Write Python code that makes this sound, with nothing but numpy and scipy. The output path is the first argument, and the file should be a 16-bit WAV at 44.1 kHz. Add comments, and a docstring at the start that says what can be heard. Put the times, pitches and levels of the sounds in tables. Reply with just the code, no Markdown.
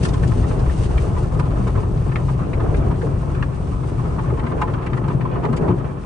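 """A rotating brush of wet cloth strips climbs from the bonnet over the windscreen, heard inside a car in a wash.
Soft random blows, filtered by the panels, make the body rumble and the roof drum; heavy bundles swing the metal.
Bursts of contacts with glass resonances make strip ends patter and slap; bundles of cloth crumple at their own pitch.
Water splashes in noise bursts, and the near spray hisses and moves away over the smooth hiss of far jets.
The bass is alike at both microphones, the treble comes from all round."""
import sys
import numpy as np
from scipy import signal
from scipy.fft import rfft, irfft
from scipy.io import wavfile
from scipy.ndimage import uniform_filter1d

SR = 44100
rng = np.random.default_rng(int(sys.argv[2]) if len(sys.argv) > 2 else 0)


def log_audio(samples):
    """Write samples as a 16-bit WAV file to the path given in sys.argv[1]."""
    # one column per channel
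    frames = np.atleast_2d(samples).T
    # limit to full scale, then quantise
    limited = np.clip(frames, -1, 1)
    pcm = np.round(limited * 32767).astype(np.int16)
    wavfile.write(sys.argv[1], SR, pcm)


N = 266805
TIME = np.arange(N) / SR

# The brush climbs away from the body in surges, so both sink:
# (time [s], body rumble level [dB], level of cloth dragging on the bonnet [dB])
BODY_PRESS = [(0, -19.5, -32.5), (0.7, -18.5, -29), (1.6, -20, -33), (2.2, -23.5, -37.5),
              (2.72, -19.5, -28.5), (3.5, -24, -39), (4.3, -24, -31), (5.2, -29, -36.5), (5.65, -28.5, -27),
              (6.05, -29, -40)]
# Colour of cloth dragging on the bonnet: (frequency [Hz], level per Hz [dB])
BONNET_COLOUR = [(180, -20), (260, 1), (330, 1), (430, 2), (560, -4.5), (690, -3.5), (850, -11.5),
                 (1500, -19)]
# Windscreen resonances: (frequency [Hz], width [Hz], lift [dB])
GLASS_RESONANCES = [(854.5, 31, 12.5), (1012, 114, 10.5), (1784, 74, 7), (2370, 480, 4)]
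# Colour of the cloth's snap, also of the ticking drops: (frequency [Hz], level per Hz [dB])
SNAP_COLOUR = [(700, -15), (1200, 3), (2600, -0.5), (3200, -3.5), (4600, -7), (6500, -29.5)]
# Colour of splashing water: (frequency [Hz], level per Hz [dB])
SPLASH_COLOUR = [(1900, 1), (4500, 0.5), (6500, -3.5), (9000, -4.5), (11000, -10)]
# Colour of the spray, near and far: (frequency [Hz], level per Hz [dB])
SPRAY_COLOUR = [(1200, 8.5), (2500, 7), (4000, 3.5), (5000, 2), (6000, 2), (7100, -0.5), (8700, 4.5),
                (9500, 0), (10500, -31)]


def undb(db):
    """Decibels to gain."""
    return 10 ** (np.asarray(db) / 20)


def unit(x):
    """Scale to an rms of 1."""
    return x / np.sqrt(np.mean(x ** 2))


def ride(times_s, levels_db):
    """Gain that follows a level curve, straight in dB between its points."""
    return undb(np.interp(TIME, times_s, levels_db))


def walk(rate):
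    """Random levels held for 1 / rate seconds and smoothed twice; rms 1."""
    hold = int(SR / rate)
    steps = rng.standard_normal(1000)[np.arange(N) // hold % 1000]
    return unit(uniform_filter1d(uniform_filter1d(steps, hold), hold))


def bump(centre_s, width_s):
    """A smooth rise to 1 and back."""
    return np.exp(-((TIME - centre_s) / width_s) ** 2)


def fade(attack_s, t60):
    """Half a second of envelope: a quick rise, then an exponential decay."""
    t = TIME[:SR // 2]
    rise = 1 - np.exp(-(t / attack_s) ** 2)
    shape = rise * np.exp(-np.log(1000) * t / t60)
    return shape / shape.max()


def add(track, start_s, sound):
    """Lay a sound into a track."""
    i = max(int(start_s * SR), 0)
    track[..., i:i + sound.shape[-1]] += sound[..., :N - i]


def place(x, left_db):
    """Tilt the balance: positive makes the left louder than the right by this much."""
    return x * undb(np.array([[left_db], [-left_db]]) / 2)


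def strength(x, db):
    """Scale a burst to the total energy of 14 ms at this level on two channels."""
    return x * undb(db) * np.sqrt(2 * .014 * SR) / np.linalg.norm(x)


def colour(x, points, modes=()):
    """Minimum-phase filter of unit power gain: a smooth (Hz, dB) slope with resonances on top."""
    size = 16384
    hz = np.maximum(np.arange(size // 2 + 1) * SR / size, 1)
    f, db = np.transpose(points)
    # outside the points the level falls 24 dB an octave, for two octaves at most
    octaves_below = np.maximum(np.log2(f[0] / hz), 0)
    octaves_above = np.maximum(np.log2(hz / f[-1]), 0)
    slope_db = np.interp(np.log(hz), np.log(f), db) - 24 * np.minimum(octaves_below + octaves_above, 2)
    for centre, width, lift in modes:
        slope_db = slope_db + lift / (1 + (2 * (hz - centre) / width) ** 2)
    # folding the cepstrum makes the filter causal
    cepstrum = irfft(np.log(undb(slope_db)))[:size // 2]
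    cepstrum[1:] *= 2
    response = irfft(np.exp(rfft(cepstrum, size)))
    response /= np.linalg.norm(response)
    return signal.fftconvolve(x, response[None], axes=1)[:, :N]


def cabin(x, t60, direct):
    """The path from one spot to the two microphones: direct sound plus dense, short reflections."""
    size = 2048
    echoes = rng.standard_normal((2, size)) * fade(0.000053, t60)[:size]
    echoes /= np.linalg.norm(echoes, axis=1, keepdims=True)
    echoes[:, 0] += direct
    return signal.fftconvolve(x[None], echoes, axes=1)[:, :len(x)] / np.hypot(1, direct)


def blows(rate, scatter_db):
    """Contacts at random moments, rate a second on average, of uneven strength and random sign; rms 1."""
    lands = rng.random(N) < rate / SR
    size = undb(scatter_db * np.clip(rng.standard_normal(N), -2, 2))
    return unit(lands * size * rng.choice([-1, 1], N))


def contacts(rate, scatter_db, shared):
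    """Tiny wet contacts spread over a surface; only a share of them reaches both microphones alike."""
    apart = np.array([blows(rate, scatter_db), blows(rate, scatter_db)])
    return unit(apart + shared * blows(rate, scatter_db))


def panel(points, rate, scatter_db, apart_hz, apart_db):
    """Soft blows on sheet metal; long waves reach both microphones alike, short ones do not."""
    common, apart = blows(rate, scatter_db), blows(rate, scatter_db)
    high_pass = signal.butter(1, apart_hz, "high", fs=SR, output="sos")
    apart = undb(apart_db) * signal.sosfilt(high_pass, apart)
    return unit(colour(np.array([common + apart, common - apart]), points))


def swing(hz, db, t60):
    """A struck panel swings at one pitch in a dying sine."""
    ring = fade(0.00097, t60)
    return undb(db) * ring * np.sin(2 * np.pi * hz * TIME[:len(ring)])


def burst(points, modes, attack_s, t60, flat=0):
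    """A dense burst of contacts; the share of energy that lands flat cracks all at once."""
    push = fade(attack_s, t60)[:SR // 10]
    force = push * rng.standard_normal(len(push))
    force *= np.sqrt(1 - flat) / np.linalg.norm(force)
    force[np.argmax(push)] += np.sqrt(flat)
    return colour(cabin(force, t60=0.044, direct=0.44), points, modes)


def body_rumble():
    """Soft blows of the brush, filtered by the large panels, make the body rumble."""
    # Colour of the body: (frequency [Hz], level per Hz [dB])
    body_colour = [(22, -29.5), (30, -3), (40, -5), (54, 1), (75, -2.5), (100, -2.5), (135, -18)]
    times_s, rumble_db, _ = np.transpose(BODY_PRESS)
    rumble = panel(body_colour, rate=350, scatter_db=1.0, apart_hz=300, apart_db=-10)
    return rumble * ride(times_s, rumble_db)


def roof_drumming():
    """Denser blows drum on the roof, louder the harder the brush presses."""
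    # Colour of the roof: (frequency [Hz], level per Hz [dB])
    roof_colour = [(70, -36), (100, -8), (118, 3), (132, 2.5), (146, -2.5), (170, -3), (200, -12.5),
                   (280, -13.5), (315, -17), (355, -12.5), (450, -20.5), (600, -25.5), (1000, -32.5)]
    # Press of the brush on the roof: (time [s], level [dB])
    roof_press = [(0, -18.5), (1.0, -23), (1.4, -21), (2.2, -22.5), (2.9, -21), (3.5, -24.5), (4.4, -22),
                  (4.8, -24), (5.05, -19.5), (5.68, -19.5), (6.05, -29.5)]
    drumming = panel(roof_colour, rate=550, scatter_db=2.5, apart_hz=420, apart_db=-2.0)
    return drumming * ride(*np.transpose(roof_press))


def thumps(mix_db=-9.5):
    """Heavy bundles of cloth land on the panels; the last lands squarely on the roof and rings its modes."""
    # Landings on a panel: (start [s], level before mix_db [dB], panel pitch [Hz])
    landings = [(0.086, -1.5, 50.4), (0.353, -12, 240), (0.679, 0.5, 72), (0.988, -7, 65.5),
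                (1.595, -7.5, 194.4), (1.758, -1, 101.8), (2.577, -5, 33.3), (2.85, -13, 210),
                (4.434, -12, 229), (4.684, -5, 99), (5.148, -1.5, 129), (5.494, -8, 228)]
    # Roof modes under the square blow: (frequency [Hz], level before mix_db [dB])
    roof_modes = [(122, -3), (174, -2), (237, -31), (292, -7), (352, -5.5)]
    out = np.zeros(N)
    for start_s, db, hz in landings:
        add(out, start_s, swing(hz, db, t60=0.24))
    roof_blow = sum(swing(hz, db, t60=0.23) for hz, db in roof_modes)
    add(out, 5.694, roof_blow)
    return undb(mix_db) * out


def patter(strip_rate=17, strip_db=5.0, rub_db=-5, count=5):
    """Strip ends land on several parts of the glass, each with its own echoes; between them the cloth rubs on."""
    # Colour of cloth on glass: (frequency [Hz], level per Hz [dB])
    cloth_colour = [(250, -20), (370, -1), (480, 3), (740, 2), (930, -3), (1200, 5.5), (1600, -7),
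                    (2400, -14), (3200, -18.5), (5000, -34), (9500, -53.5)]
    # Press of the brush on the windscreen: (time [s], level [dB])
    glass_press = [(0, -41.5), (1.6, -35.5), (2.2, -38.5), (2.85, -37), (3.7, -40.5), (4.3, -34.5),
                   (5.3, -34.5), (5.7, -34), (6.05, -40.5)]
    out = 0
    for _ in range(count):
        # overlapping landings add up in power
        landing_power = blows(strip_rate, strip_db) ** 2
        strips = signal.fftconvolve(landing_power, fade(0.0027, 0.12) ** 2)[:N]
        pressure = unit(np.sqrt(np.abs(strips))) + undb(rub_db)
        out = out + cabin(pressure * blows(4000, 3.1), t60=0.04, direct=0.42)
    return unit(colour(out, cloth_colour, GLASS_RESONANCES)) * ride(*np.transpose(glass_press))


def slap(knock_db, snap_db, snap_hz, attack_s, snap_q=3.1, wet_db=-24):
    """The pane knocks, lower under a harder blow; the cloth snaps at its own pitch and sheds a little water."""
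    # Colour of the knock: (frequency [Hz], level per Hz [dB])
    knock_colour = [(300, -29.5), (700, -10.5), (880, 2.5), (1050, -5), (1300, -11.5), (3000, -30.5)]
    # Modes of the pane at the reference blow: (frequency [Hz], level against the knock [dB])
    pane_modes = [(885, -13.5), (1050, -14), (1723, -30.5)]
    reference_db, db_per_octave = -16, 52  # a blow softer by 52 dB raises the modes an octave
    flat = np.exp(-attack_s / 0.005)  # a strip that lands faster than about 5 ms cracks more
    pitch = 2 ** ((reference_db - knock_db) / db_per_octave)

    rattle = burst(knock_colour, GLASS_RESONANCES, attack_s, t60=0.062)
    ring = 0
    for hz, db in pane_modes:
        mode = swing(hz * pitch, 0, t60=0.083)[:rattle.shape[1]]
        ring = ring + strength(mode, knock_db + db)
    knock = strength(rattle, knock_db - 3.5) + ring

    fold = signal.iirpeak(snap_hz, snap_q, fs=SR)  # air squeezed from under a fold of cloth
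    crack = burst(SNAP_COLOUR, (), attack_s, t60=0.054, flat=flat)
    snap = strength(signal.lfilter(*fold, crack), snap_db)
    water = strength(burst(SPLASH_COLOUR, (), attack_s, t60=0.045, flat=flat), snap_db + wet_db)
    return place(knock, -1.0) + place(snap + water, 1.0)


def slaps(lead_s=.003, flat_s=0.002776, glance_s=0.0002806):
    """Hard hits on the glass; those with a weaker snap glance, landing glance_s slower per dB."""
    # Hits of wet strips: (time [s], knock of the pane [dB], snap of the cloth [dB], snap pitch [Hz])
    hits = [(0.051, -30.5, -28.5, 1370), (0.139, -29.5, -38, 1580), (0.233, -44.5, -33.5, 1730),
            (0.318, -29, -36, 1300), (0.439, -30.5, -37.5, 1300), (0.507, -32, -36.5, 1390),
            (0.661, -35.5, -41, 1880), (0.696, -33.5, -37.5, 1620), (0.977, -36, -33.5, 2000),
            (1.171, -25, -39.5, 1310), (1.395, -24, -30.5, 1270), (1.675, -34.5, -38, 1560),
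            (1.754, -32.5, -39, 1490), (2.117, -40, -35.5, 1350), (2.157, -36, -26, 1720),
            (2.287, -27, -39, 1360), (2.532, -34.5, -35.5, 2120), (2.602, -28, -35.5, 1400),
            (2.742, -36, -35, 1900), (2.91, -26.5, -40.5, 1310), (3.015, -38.5, -37, 1660),
            (3.347, -46, -36.5, 1450), (3.425, -34, -27, 1360), (3.835, -32.5, -42, 1240),
            (4.188, -23, -41.5, 1200), (4.299, -32, -39, 1230), (4.393, -32.5, -37, 1900),
            (4.434, -29.5, -41, 1400), (4.465, -30.5, -33, 1630), (4.517, -26.5, -39.5, 1500),
            (4.617, -15, -28.5, 1720), (4.678, -32, -36.5, 1370), (4.736, -30.5, -33, 1260),
            (4.782, -32, -42.5, 1390), (4.822, -39, -41, 1690), (4.864, -32.5, -34, 2000),
            (4.931, -27.5, -33, 1480), (4.974, -28.5, -35, 1500), (5.04, -29.5, -40, 1280),
            (5.081, -27.5, -35, 1490), (5.208, -32, -37, 1840), (5.359, -29.5, -41.5, 1200),
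            (5.437, -24, -33, 1250), (5.451, -22.5, -30.5, 1360), (5.529, -30.5, -33, 1360),
            (5.57, -36.5, -38.5, 2200), (5.682, -22.5, -38, 1200)]
    out = np.zeros((2, N))
    hardest_db = max(row[2] for row in hits)
    for hit_s, knock_db, snap_db, snap_hz in hits:
        slide_s = glance_s * (hardest_db - snap_db)
        sound = slap(knock_db, snap_db, snap_hz, flat_s + slide_s)
        add(out, hit_s - lead_s - slide_s / 2, sound)  # the edge touches first
    return out


def crumples(attack_s=0.0031, t60=0.35, fold_q=3.4):
    """Bundles fold up as they land, each in a rush of soft contacts that dies away at a pitch of its own."""
    # Folding bundles: (start [s], level [dB], pitch [Hz])
    bundles = [(0.5, -25.5, 470), (1.387, -30, 410), (1.66, -28.5, 440), (1.754, -26, 394),
               (2.719, -26.5, 543), (3.025, -24.5, 500), (4.32, -26, 440), (4.498, -32, 494),
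               (5.446, -22.5, 420), (5.693, -28, 400)]
    out, push = np.zeros((2, N)), fade(attack_s, t60)
    cloth = colour(contacts(1500, 0.54, shared=0.46), BONNET_COLOUR)
    for start_s, db, hz in bundles:
        rush = unit(signal.lfilter(*signal.iirpeak(hz, fold_q, fs=SR), cloth))
        piece = np.roll(rush, -int(start_s * SR), axis=1)[:, :len(push)]
        add(out, start_s, undb(db) * push * piece)
    return out


def bonnet_scrub(drag_db=3.0):
    """Wet cloth drags over the bonnet: dense contacts whose level wanders in uneven strokes."""
    times_s, _, bonnet_db = np.transpose(BODY_PRESS)
    strokes = contacts(1500, 1.8, shared=0.41) * undb(drag_db * walk(23.9))
    return unit(colour(strokes, BONNET_COLOUR)) * ride(times_s, bonnet_db)


def splashes(attack_s=0.0072, t60=0.043):
    """Water flung on to the glass bursts into droplets that rain on for a moment."""
    # Splashes: (time [s], level [dB])
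    flung = [(0.034, -35), (0.052, -32.5), (0.088, -38.5), (0.138, -40), (0.278, -42.5), (0.377, -48),
             (0.594, -46), (1.396, -43), (1.675, -45.5), (2.769, -47), (4.616, -44.5), (4.864, -50),
             (4.974, -55), (5.081, -52.5), (5.45, -52.5), (5.529, -52), (5.568, -40)]
    out = np.zeros((2, N))
    for splash_s, db in flung:
        add(out, splash_s - attack_s, strength(burst(SPLASH_COLOUR, (), attack_s, t60), db))
    return out


def spray(flutter_db=2.5, jet_db=0.0):
    """Droplets all over the glass and a jet on one spot, in sheets that the strips keep breaking up."""
    jet = cabin(blows(12000, 8.8), t60=0.013, direct=1.0)
    drops = contacts(14000, 3.8, shared=0.1) + undb(jet_db) * jet
    return unit(colour(drops * undb(flutter_db * walk(40)), SPRAY_COLOUR))


def ticks(rate=30, scatter_db=4.0):
    """Single fat drops in the spray tick on the glass."""
    drops = cabin(blows(rate, scatter_db), t60=0.059, direct=0.5)
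    return unit(colour(drops, SNAP_COLOUR, GLASS_RESONANCES))


def near_water(ticks_db=-5.5):
    """Spray and ticks sink together as the spray moves off; one sheet of water sweeps over the glass."""
    near_db, far_db, leaves_s = -46.5, -60.5, 3.38  # level at first, level once far, time constant
    level_db = far_db + (near_db - far_db) * np.exp(-TIME / leaves_s)
    sheet_db = 4 * bump(centre_s=0.89, width_s=0.17)
    return (spray() + undb(ticks_db) * ticks()) * undb(level_db + sheet_db)


def far_jets():
    """From jets further along the car the droplets merge into a smooth hiss of filtered noise."""
    # Hiss of the far jets: (time [s], level [dB])
    jet_levels = [(2.0, -60.5), (2.9, -58), (4.15, -53), (4.45, -62)]
    hiss = unit(colour(rng.standard_normal((2, N)), SPRAY_COLOUR))
    return hiss * ride(*np.transpose(jet_levels))


def scene():
    """Body, roof, glass and water together, as heard from the front seat."""
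    roof = roof_drumming() + thumps()
    metal = place(body_rumble(), 1.6) + place(roof, 3.95) + place(bonnet_scrub(), -1.5)
    glass = place(patter(), -0.44) + slaps()
    water = place(near_water() + far_jets() + splashes(), 1.8)
    return metal + glass + crumples() + water


def record(dry):
    """A steep elliptic low-pass cuts the top above 9750 Hz."""
    return signal.sosfilt(signal.ellip(10, .2, 70, 9750, fs=SR, output="sos"), dry)


dry = scene()
out = record(dry)
log_audio(out)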